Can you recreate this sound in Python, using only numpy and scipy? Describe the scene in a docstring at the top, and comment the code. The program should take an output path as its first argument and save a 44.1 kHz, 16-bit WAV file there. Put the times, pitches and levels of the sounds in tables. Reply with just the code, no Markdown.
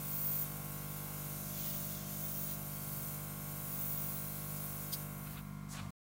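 """An airbrush sprays paint through a stencil on a desk: a turbulent hiss and a duller splash, with a very
high whistle where the jet crosses an edge and hollow notes where it blows across a cut-out.
A small mains-driven compressor hums nearby, stroke by stroke, over the low rush of the room.
The nozzle spits once, the trigger eases and shuts, and the air dies away. The hand brushes off to the
side with soft ticks, rubs and bumps, then the mono sound stops dead."""
import sys
import numpy as np
from scipy import signal
from scipy.fft import irfft
from scipy.io import wavfile
from scipy.ndimage import map_coordinates

SR = 44100
rng = np.random.default_rng(int(sys.argv[2]) if len(sys.argv) > 2 else 0)


def wav_record(signal):
    """Record a signal, one row per channel, as 16-bit PCM in the file named by sys.argv[1]."""
    frames = np.transpose(np.atleast_2d(signal))
    bounded = np.clip(frames, -1, 1)
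    # unit amplitude maps onto the largest positive 16-bit level
    quanta = np.round(bounded * 32767).astype(np.int16)
    wavfile.write(sys.argv[1], SR, quanta)


N = 271215

# The jet's level as the hand moves about. Each row: time in seconds, relative level in dB.
JET_LEVEL = [(0.03, -48), (0.41, -45), (0.49, -49), (0.69, -50.5), (1.92, -47.5), (2.04, -52.5), (2.1, -48),
             (2.54, -47), (2.56, -49.5), (3.06, -47.5), (3.34, -51), (3.73, -47.5), (4.03, -47),
             (4.49, -49.5), (4.5, -48), (4.88, -49.5)]
# Tone curves of the hiss and the splash. Each row: frequency in Hz, relative level in dB.
HISS_COLOUR = [(1500, -32.5), (3000, -16), (5000, -14.5), (6200, -7.5), (7100, -5.5), (7700, -6.5),
               (8600, -2), (9800, -1.5), (10500, -5), (11400, 1), (13000, 2), (14000, 3.4), (15800, -3)]
SPLASH_COLOUR = [(500, -12), (800, -15.5), (1500, -6), (1900, -2.5), (2400, -2), (3300, 2), (5000, 1),
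                 (7000, 1.5), (12000, -25.5)]
# The jet hits the stencil squarely. Each row: peak time and half length in seconds, level in dB.
SPLASHES = [(.95, .3, -63), (1.65, 0.1, -52.5), (1.95, 0.19, -58), (2.5, 0.037, -58)]
# Whistling passes over an edge. Each row: start, attack, hold and release in seconds, level in dB.
EDGE_PASSES = [(-.04, .33, .13, .045, -37.5), (1.5, 0.16, .03, 0.33, -40.5), (2.1, .17, .25, .05, -43.5),
               (2.78, .19, .06, .2, -48.5), (3.54, .3, .1, 0.56, -41), (4.422, .2, .15, .2, -51)]
# The compressor's partials. Each row: multiple of the stroke rate (played rounded to a whole number),
# level in dB while air is drawn, level in dB with the trigger shut.
HUM_PARTIALS = [(1, -58.5, -57.5), (2, -57.5, -57.5), (3, -48.5, -49.5), (4, -53, -51), (5, -62, -59.5),
                (6, -65.5, -68.5), (7, -64.5, -72.5), (9, -69, -76.5), (10, -66, -77), (12, -62, -75),
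                (13, -94.5, -61.5), (14, -63.5, -69.5), (16, -69.5, -89.5), (17, -72.5, -83),
                (18, -83, -92), (19, -80, -76), (20, -69, -70), (21, -69, -70.5), (22, -63.5, -67),
                (23, -76, -78), (24, -74.5, -74.5), (25, -72.5, -87), (26, -95.5, -75.5),
                (27, -69.5, -90.5), (28, -68, -69.5), (29, -70.5, -80), (31, -68.5, -90),
                (32, -77.5, -81.5), (33, -76, -80.5), (34, -76.5, -86.5), (35, -83, -97),
                (37, -80.5, -81.5), (39, -76, -87.5), (42, -71.5, -72), (43, -80.5, -77),
                (44, -72.5, -91.5), (45, -83, -79), (46, -74, -84.5), (48, -77.5, -84), (50, -78, -92.5),
                (52, -79, -95), (54, -78.5, -97.5), (55, -77, -96.5), (56, -78, -92.5), (62, -77.5, -92.5),
                (63.2, -84, -86), (67.7, -87.5, -90.5), (77.15, -80, -94), (79.6, -90, -85),
                (80.4, -84.5, -85)]
# How hard the pump works. 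Each row: time in seconds, load from 0 to 1.
PUMP_LOAD = [(5.05, 0.96), (5.42, 0)]
# A tint on the hum. Each row: frequency in Hz, boost in dB at a weight of 1.
HUM_TINT = [(100, 0), (150, -0.5), (200, 1), (250, -0.5), (350, 0.5), (450, -2), (600, 0.5), (650, 18.5),
            (700, -1), (850, -1.5), (1050, -1), (1200, -1), (1750, -0.5), (2400, -1.5)]
# The tint flips for a while. Each row: time in seconds, weight (negative inverts the tint).
TINT_WEIGHT = [(1.3, -1.6), (1.42, 1), (2.62, 1), (2.76, -1)]
# Sidebands around the strongest partial as the pump rocks on its feet.
# Each row: frequency in Hz, level in dB.
ROCKING_SIDEBANDS = [(129.4, -62), (169, -66)]
# The room tone. Each row: frequency in Hz, relative level in dB.
ROOM_COLOUR = [(20, -102), (35, -96), (60, -89), (100, -91.5), (160, -84.5), (220, -88), (300, -92.5),
               (520, -100), (750, -95.5), (970, -99), (1120, -93.5), (1270, -96), (1800, -103),
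               (2200, -101), (2800, -107), (15000, -108)]
# Narrow whistles inside the hiss. Each row: start and end in seconds, pitch in Hz, level in dB.
WHISTLES = [(0.083, 0.32, 14500, -46), (.08, 0.41, 4580, -68.5), (2, 2.54, 3170, -70),
            (2.7, 2.97, 4600, -68), (4.1, 4.5, 4100, -70), (3.55, 4.9, 11000, -62)]
# Hollow notes from the cut-outs. Each row: peak time and half length in seconds, level in dB.
HOLLOWS = [(.6, .07, -63.5), (1.06, 0.067, -62.5), (1.7, 0.082, -67), (2.64, .06, -62.5), (3.34, .044, -66),
           (4.12, .04, -68), (4.94, 0.032, -66.5)]
# Resonances of the dish and the nozzle cap. Each row: centre and half width in Hz, relative level in dB.
DISH_MODES = [(540, 260, -1), (2350, 210, -11), (3770, 380, -8), (6480, 990, 0.5)]
CAP_MODES = [(3680, 900, -4), (4920, 370, 6), (6270, 630, -2), (8880, 800, 1.5), (11500, 1300, -1),
             (14800, 2200, 4)]
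# The grip ticks as it shifts; hand and hose rub along the desk.
# Each row: peak time and half length in seconds, level in dB.
GRIP_TICKS = [(5.274, .011, -57), (5.385, 0.014, -53), (5.79, 0.019, -50)]
DESK_RUBS = [(5.33, .045, -56.5), (5.75, 0.011, -50.5), (5.8, 0.049, -54)]
# Resonances of those ticks and rubs. Each row: centre and half width in Hz, relative level in dB.
TICK_MODES = [(1440, 200, 4), (2460, 550, -0.5), (3720, 500, -3)]
RUB_MODES = [(700, 210, -0.5), (1100, 130, 1.5), (1800, 1400, -8), (4150, 600, -12)]
# Dull bumps of the desk. Each row: peak time and half length in seconds, level in dB, centre in Hz.
DESK_BUMPS = [(5.33, 0.084, -59, 62), (5.85, 0.036, -52.5, 97.5)]

TIME = np.arange(N) / SR
BIN_HZ = np.arange(N // 2 + 1) * SR / N


def undb(db):
    """Decibels to gain."""
    return 10 ** (np.asarray(db) / 20)


def curve(rows):
    """An automation line through (seconds, value) points."""
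    return np.interp(TIME, *np.transpose(rows))


def colour_db(points, hz):
    """Read a tone curve on a log-frequency axis."""
    f, db = np.transpose(points)
    return np.interp(np.log(hz + 1e-6), np.log(f), db)


def noise(gain):
    """Noise of rms 1, shaped by a gain for each frequency bin."""
    x = irfft(rng.standard_normal(2 * len(gain)).view(complex) * gain, N)
    return x / x.std()


def band(hz, width_hz):
    """Gain per bin of a resonant band, its width taken 6 dB down."""
    f = BIN_HZ + 1e-6
    return 1 / (1 + ((f * f - hz * hz) / (f * width_hz)) ** 2)


def ringing(modes):
    """Noise of rms 1 in a body's resonances."""
    power = sum((undb(db) * band(hz, 2 * half_width)) ** 2 for hz, half_width, db in modes)
    return noise(np.sqrt(power))


def wander(rate_hz):
    """Smooth random modulation of spread 1."""
    return noise(np.exp(-np.minimum(BIN_HZ / rate_hz, 20) ** 2))


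def swell(peak_s, half_s, db):
    """A bell-shaped rise and fall around a moment."""
    return undb(db) * np.exp(-.5 * ((TIME - peak_s) / half_s) ** 2)


def swells(rows):
    """Joint envelope of several swells, which add in power."""
    return np.sqrt(sum(swell(*row) ** 2 for row in rows))


def envelope(start_s, attack_s, hold_s, release_s, db):
    """Rise, hold at a level and fall back to silence."""
    t = TIME - start_s
    return undb(db) * np.clip(np.minimum(t / attack_s, 1 - (t - attack_s - hold_s) / release_s), 0, 1)


def trigger_flow(ease_s=5.01, ramp_s=0.061, ease_db=-5, shut_s=5.33, bleed_db_per_s=77, leak_db=-27.5):
    """The air steps down as the trigger eases; once it shuts, the hose bleeds away to a faint leak."""
    eased_db = ease_db * np.clip((TIME - ease_s) / ramp_s, 0, 1)
    bled_db = bleed_db_per_s * np.maximum(TIME - shut_s, 0)
    return undb(np.maximum(eased_db - bled_db, leak_db))


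def edge_tone(strength, pitch_hz=15520, spread_hz=750, sag_hz=648, sag_at_db=-37.5):
    """Turbulence at a stencil edge: a breathy whistle whose pitch sags as it gains power."""
    hz = pitch_hz - sag_hz * (strength / undb(sag_at_db)) ** 2
    phase = 2 * np.pi * np.cumsum(hz) / SR
    skirt = 1 / (1 + (BIN_HZ / spread_hz) ** 2) ** 2
    return strength * (noise(skirt) * np.cos(phase) + noise(skirt) * np.sin(phase))


def reflections(x, count=10, share=.15, near_s=.0008, far_s=.0055, sway_s=.00013):
    """Desk, hand and frame return the spray a moment later; the combing drifts as the hand moves."""
    out = x
    for lag_s in rng.uniform(near_s, far_s, count):
        delay_s = lag_s + sway_s * wander(1.2)
        out = out + share * map_coordinates(x, [np.arange(N) - SR * delay_s], order=3)
    return out / np.sqrt(1 + count * share ** 2)


def airbrush(hiss_db=3.0, splash_db=-13, trace_db=-5, flutter_db=0.34, whistle_flutter_db=0.5):
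    """Turbulent hiss from the nozzle, a duller splash on the stencil and a whistle at its edges."""
    flow = trigger_flow()
    jet = undb(curve(JET_LEVEL)) * flow
    hiss = noise(undb(colour_db(HISS_COLOUR, BIN_HZ))) * jet * undb(hiss_db + flutter_db * wander(30))
    # a weak jet hardly reaches the stencil, so the splash fades twice as fast as the hiss
    splash_level = np.hypot(jet * flow * undb(splash_db), swells(SPLASHES))
    splash = noise(undb(colour_db(SPLASH_COLOUR, BIN_HZ))) * splash_level
    # a trace of the whistle stays between passes
    edge_level = np.hypot(jet * undb(trace_db), sum(envelope(*row) for row in EDGE_PASSES))
    whistle = edge_tone(edge_level) * undb(whistle_flutter_db * wander(30))
    return reflections(hiss + splash + whistle)


def compressor(stroke_hz=49.72, drift=0.000499, waver_db=0.58, rock_waver_db=2.5):
    """Each pump stroke gives a low thud and a buzz from the housing, thinner when no air is drawn."""
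    load, tint = curve(PUMP_LOAD), curve(TINT_WEIGHT)
    stroke_phase = 2 * np.pi * np.cumsum(stroke_hz * (1 + drift * wander(0.63))) / SR
    wavers = [wander(5.2) for _ in range(7)]
    paths = [wander(0.4) for _ in range(5)]
    out = np.zeros(N)
    for i, (multiple, loaded_db, idle_db) in enumerate(HUM_PARTIALS):
        harmonic = round(multiple)
        # low partials keep step; the room scatters the high ones along paths that shift as the arm moves
        scatter = min(1, (harmonic / 5.5) ** 4)
        offset = scatter * (rng.uniform(-np.pi, np.pi) + paths[i % len(paths)] / 2)
        level = load * undb(loaded_db) + (1 - load) * undb(idle_db)
        trim_db = tint * colour_db(HUM_TINT, harmonic * stroke_hz) + waver_db * wavers[i % len(wavers)]
        out += level * undb(trim_db) * np.cos(harmonic * stroke_phase + offset)
    for hz, db in ROCKING_SIDEBANDS:
        level = undb(db + rock_waver_db * wander(3))
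        out += level * np.cos(hz / stroke_hz * stroke_phase + .5 * wander(3.8))
    return np.sqrt(2) * out


def room(level_db=-58.5, sway_db=.4):
    """A steady bed of rumble and rush from the workspace."""
    return noise(undb(colour_db(ROOM_COLOUR, BIN_HZ))) * undb(level_db + sway_db * wander(5.0))


def whistles(width_share=0.041, half_fade_s=0.029, waver_db=1):
    """The air stream rings narrow resonances that come and go unsteadily."""
    out = 0
    for start, end, hz, db in WHISTLES:
        gate = curve([(start - half_fade_s, 0), (start + half_fade_s, 1),
                      (end - half_fade_s, 1), (end + half_fade_s, 0)])
        out = out + undb(db + waver_db * wander(13)) * gate * noise(band(hz, width_share * hz))
    return out


def stencil():
    """The jet blows hollow notes across the cut-outs and for a while rings the dish below, adding body."""
    hollow = swells(HOLLOWS) * noise(band(hz=803, width_hz=240))
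    dish = envelope(start_s=1.0, attack_s=.42, hold_s=1, release_s=0.3, db=-58.5) * ringing(DISH_MODES)
    return hollow + dish


def spit():
    """Paint left on the needle blows off in one short burst that rings the nozzle cap."""
    return swell(peak_s=4.938, half_s=0.01, db=-35) * ringing(CAP_MODES)


def hand(swish_s=5.682, swish_db=-49, attack_s=0.042, fade_db_per_s=136.5, grain_db=1.0):
    """The hand moves away: soft, grainy ticks and rubs, dull desk bumps and one light, bright swish."""
    t = TIME - swish_s
    rise = np.clip(t / attack_s, 0, 1)
    fall = undb(swish_db - fade_db_per_s * np.maximum(t - attack_s, 0))
    swish = rise * fall * noise(band(hz=6960, width_hz=6900))
    bumps = sum(swell(s, half_s, db) * noise(band(hz, width_hz=32)) for s, half_s, db, hz in DESK_BUMPS)
    ticks = swells(GRIP_TICKS) * ringing(TICK_MODES)
    rubs = swells(DESK_RUBS) * ringing(RUB_MODES)
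    return (ticks + rubs + swish + bumps) * undb(grain_db * wander(120))


def scene():
    """All layers meet at one microphone above the desk, the same in both channels."""
    mix = compressor() + airbrush() + whistles() + stencil() + spit() + hand() + room()
    return np.tile(mix, (2, 1))


def record(dry):
    """A hard cut to silence just before the end, and a steep low-pass on the very top."""
    stop_s, top_hz = 5.906, 15750
    low_pass = signal.ellip(12, .1, 80, top_hz, fs=SR, output="sos")
    return signal.sosfilt(low_pass, dry * (TIME < stop_s))


dry = scene()
out = record(dry)
wav_record(out)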